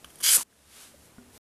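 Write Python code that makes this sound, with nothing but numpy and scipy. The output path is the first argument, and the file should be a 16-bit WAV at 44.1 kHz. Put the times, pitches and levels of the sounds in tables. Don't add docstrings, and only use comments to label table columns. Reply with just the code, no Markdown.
import sys
import numpy as np
from scipy import signal
from scipy.fft import rfft, irfft
from scipy.io import wavfile
from scipy.ndimage import uniform_filter1d

SR = 44100
rng = np.random.default_rng(int(sys.argv[2]) if len(sys.argv) > 2 else 0)


def unload_audio(sound):
    columns = np.transpose(np.atleast_2d(sound))
    steps = np.round(np.clip(columns, -1, 1) * 32767)
    wavfile.write(sys.argv[1], SR, steps.astype(np.int16))


N = 66150
TIME = np.arange(N) / SR
BIN_HZ = np.arange(N // 2 + 1) * SR / N
ECHO_STRENGTH, DIRECT_DB = 0.94, -2.5


def from_db(db):
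    return 10 ** (np.asarray(db) / 20)


def rms_one(x):
    return x / np.sqrt(np.mean(x ** 2) + 1e-20)


def level(rows):
    times, db = np.transpose(rows)[:2]
    return from_db(np.interp(TIME, times, db)) * (TIME >= times[0]) * (TIME <= times[-1])


def coloured(x, spectrum):
    hz, db = np.transpose(spectrum)
    curve_db = np.interp(np.log(np.maximum(BIN_HZ, 1)), np.log(hz), db)
    return rms_one(irfft(rfft(x) * from_db(curve_db), N))


def resonance(x, hz, width_hz):
    r = np.exp(-np.pi * width_hz / SR)
    feedback = [1, -2 * r * np.cos(2 * np.pi * hz / SR), r * r]
    return signal.lfilter(np.array([1, 0, -1]) * (1 - r * r) / 2, feedback, x)


def grains(per_s, spread_db):
    sizes = from_db(spread_db * np.minimum(rng.exponential(1, N), 5))
    signs = rng.choice([-1, 1], N)
    return sizes * signs * (rng.random(N) < per_s / SR)


def room():
    # frequency in Hz, relative level in dB.
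    hiss_colour = [(20, 7), (45, 8.5), (75, 13), (105, 13.5), (220, 15), (500, 10.5), (1000, 5), (2000, 2),
                   (4500, -2), (10000, 0), (12500, -5.5), (14500, -9)]
    # time in seconds, level in dB.
    rumble_levels = [(0, -77), (.05, -63), (.18, -74), (.27, -64), (.38, -58), (.47, -71.5), (.65, -62.5),
                     (.8, -64), (.9, -72), (.98, -66), (1.12, -71), (1.21, -59.5), (1.36, -62)]
    rumble = rng.standard_normal(N)
    for _ in range(2):
        rumble = resonance(rumble, hz=70.6, width_hz=23)
    hiss = from_db(-57.5) * coloured(rng.standard_normal(N), hiss_colour)
    return hiss + level(rumble_levels) * rms_one(rumble)


def rustle():
    # time in seconds, level in dB.
    rustle_levels = [(0, -66), (.07, -59.5), (.14, -58), (.21, -57), (.44, -76.5), (.9, -64), (1.0, -63),
                     (1.055, -57.5), (1.13, -77), (1.3, -75), (1.345, -54), (1.378, -53)]
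    # frequency in Hz, relative level in dB.
    rustle_colour = [(150, 4), (500, 5.5), (1000, 0), (3200, -3.5), (4500, -2), (6500, -0.5), (10500, 1.5),
                     (12500, -1), (14500, -14.5)]
    return level(rustle_levels) * coloured(grains(per_s=22000, spread_db=1.7), rustle_colour)


def blade_ticks():
    # start in seconds, level in dB, seconds to fall 60 dB, body gain in dB.
    catches = [(.0453, -38, 0.016, 6), (.099, -57, 0.011, 4), (.103, -49.5, 0.028, 2),
               (.157, -40, 0.013, -8), (0.184, -53.5, .03, -7), (0.188, -47, 0.043, -13),
               (.202, -40, 0.057, -4), (0.2074, -36, 0.026, -3), (.213, -40, 0.037, -4.5)]
    # frequency in Hz, relative level in dB.
    tick_colour = [(200, -8.5), (1100, 0.5), (1500, -3), (2200, -1.5), (3300, -2), (5000, -8.5), (6500, -3),
                   (8000, -11.5), (9400, 0.5), (12000, -0.5), (13500, -12.5), (14700, -20)]
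    tail_db, tail_t60_s, body_edge_hz, ring_share = -16, .12, 4300, .35
    snaps = coloured(grains(per_s=6400, spread_db=2.5), tick_colour)
    body = signal.sosfiltfilt(signal.butter(4, body_edge_hz, fs=SR, output="sos"), snaps)
    treble = snaps - body
    ticks = np.zeros(N)
    for start, db, t60, body_db in catches:
        age = np.maximum(TIME - start, 0)
        tail = from_db(tail_db - 60 * age / tail_t60_s)
        burst = (TIME >= start) * np.hypot(from_db(-60 * age / t60), tail)
        ticks += from_db(db) * burst * (treble + from_db(body_db) * body)
    ring = ring_share * sheet_ring(ticks, depth=0)
    return near_echoes(from_db(DIRECT_DB) * ticks + ring, ECHO_STRENGTH)


def sheet_ring(x, depth):
    # frequency in Hz, width in Hz, gain in dB with the blade at the top, and at the bottom.
    sheet_modes = [(1606, 190, -7.5, -2.5), (2218, 60, -0.5, -6), (3020, 46, -2, -10),
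                   (3136, 120, 1.5, -5.5), (3330, 80, -4, -7), (4420, 70, -2, -12), (4950, 130, -15, -9),
                   (5820, 40, 0.5, -15.5), (6570, 64, -2, -7.5), (7120, 31, -4.5, -6), (7730, 210, -14, -3),
                   (9330, 130, -16, 1), (9370, 150, -4, -5.5), (10440, 50, -17.5, 11.5),
                   (12200, 160, -3, -8.5)]
    return sum(from_db(top_db + depth * (bottom_db - top_db)) * resonance(x, hz, width)
               for hz, width, top_db, bottom_db in sheet_modes)


def near_echoes(x, strength):
    # delay in seconds, signed relative gain.
    reflections = [(.000635, .33), (.001131, -.3), (.001188, .18), (.000488, -.18)]
    response = sum(gain * np.exp(-2j * np.pi * BIN_HZ * delay) for delay, gain in reflections)
    return x + strength * irfft(rfft(x) * response, N)


def slice_through():
    # time in seconds, level in dB, depth from 0 (top) to 1 (bottom).
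    stroke = [(0.223, -49, 0.3), (.229, -34.5, 0.06), (0.24, -22, 0.09), (.268, -16, .05),
              (.292, -11.5, .15), (.312, -10, 0.6), (.338, -8.5, .7), (.354, -7, 0.97), (.370, -8.5, 1),
              (.375, -32.5, 1)]
    # frequency in Hz, relative level in dB.
    top_colour = [(100, -28), (500, -19), (900, -12.5), (1400, -13), (2200, -2), (3200, -4), (4200, 0),
                  (6500, 0), (9300, -3), (12200, -0.5), (14500, -16.5)]
    bottom_colour = [(100, -32), (500, -24), (900, -22.5), (1400, -12.5), (2200, -14), (3200, -11.5),
                     (5000, -10), (6800, -1.5), (9500, 1.5), (12200, -0.5), (14500, -18.5)]
    # time in seconds, surge in dB.
    snags = [(0.2649, 4.5), (0.2896, 1.5), (0.334, 2.5), (.350, 3.5)]
    judder_db, snag_s = 0.77, .0016
    times, _, depths = np.transpose(stroke)
    depth = np.clip(np.interp(TIME, times, depths), 0, 1)
    judder = rms_one(resonance(rng.standard_normal(N), hz=108, width_hz=108))
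    surge_db = sum(db * np.exp(-((TIME - at) / snag_s) ** 2) for at, db in snags)
    snaps = grains(per_s=30000, spread_db=1.5) * from_db(judder_db * judder + surge_db)
    hiss = (1 - depth) * coloured(snaps, top_colour) + depth * coloured(snaps, bottom_colour)
    cut = from_db(DIRECT_DB) * hiss + sheet_ring(hiss, depth)
    echo_strength = ECHO_STRENGTH * (1 - 0.96 * depth)
    return level(stroke) * near_echoes(cut, echo_strength)


def blade_rub():
    # time in seconds, level in dB.
    rub_levels = [(.366, -36), (.374, -15.5), (.386, -20), (.404, -23), (.418, -24.5), (.430, -29),
                  (.436, -57), (.445, -80)]
    # frequency in Hz, relative level in dB.
    rub_colour = [(100, -18), (250, -9), (750, -10.5), (1100, -4.5), (1900, -9.5), (3200, -7), (5000, -6),
                  (6500, -1.5), (9500, 2), (12200, -4), (14500, -19.5)]
    return level(rub_levels) * coloured(grains(per_s=14000, spread_db=2.5), rub_colour)


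def paper_flaps():
    # start in seconds, frequency in Hz, peak level in dB, length in seconds.
    flexes = [(.366, 1420, -25, .007), (.367, 488, -25.5, 0.0097), (.375, 224, -30, 0.013),
              (.382, 1153, -29.5, .009), (0.406, 1008, -24, 0.01), (.407, 3000, -31.5, 0.0084),
              (.526, 1610, -50, 0.0036), (.936, 565, -47.5, 0.02)]
    pops = np.zeros(N)
    for start, hz, db, length in flexes:
        age = TIME - start
        swell = np.sin(np.pi * np.clip(age / length, 0, 1)) ** 2
        pops += from_db(db) * swell * np.sin(2 * np.pi * hz * age)
    return pops


def strip_slide():
    # time in seconds, level in dB.
    slide_levels = [(.5, -61.5), (.66, -57.5), (.71, -51.5), (.77, -46.5), (.83, -45.5), (.88, -51.5),
                    (.95, -63.5), (1.03, -81)]
    # frequency in Hz, relative level in dB.
    slide_colour = [(150, -14), (350, -4.5), (700, -5), (1400, 1), (2000, -1), (3000, 1), (4800, -0.5),
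                    (6000, -1.5), (10500, 1), (12500, -4.5), (14500, -17)]
    return level(slide_levels) * coloured(grains(per_s=22000, spread_db=1.7), slide_colour)


def knock():
    # frequency in Hz, relative level in dB, seconds to fall 60 dB.
    knock_modes = [(130, -19, 0.08), (221, 0, 0.057), (243.4, -6, 0.61), (395.4, -16, 0.68),
                   (590, -3.5, 0.012), (1140, -6.5, 0.015), (1434, -9, 0.084), (1850, -16, .012)]
    start_s, knock_db = 1.183, -42.5
    age = np.maximum(TIME - start_s, 0)
    return -sum(from_db(knock_db + db - 60 * age / t60) * np.sin(2 * np.pi * hz * age)
                for hz, db, t60 in knock_modes)


def scene():
    blade = blade_ticks() + slice_through() + blade_rub()
    paper = paper_flaps() + strip_slide() + rustle()
    return (blade + paper + knock() + room())[None]


def record(dry):
    threshold_db, squeeze, attack_s, release_db_per_s = -26, 0.49, .004, 14
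    stop_s, cutoff_hz = 1.379, 15000
    power = uniform_filter1d(dry[0] ** 2, size=256)
    input_db = 10 * np.log10(np.maximum(power, 1e-12))
    duck_db = squeeze * np.maximum(input_db - threshold_db, 0)
    recovery_db = release_db_per_s * TIME
    held_db = np.maximum.accumulate(duck_db + recovery_db) - recovery_db
    pole = np.exp(-1 / (attack_s * SR))
    smooth_db = signal.lfilter([1 - pole], [1, -pole], held_db)
    ducked = dry * from_db(-smooth_db) * (TIME < stop_s)
    return signal.sosfilt(signal.ellip(12, .2, 80, cutoff_hz, fs=SR, output="sos"), ducked)


dry = scene()
out = record(dry)
unload_audio(out)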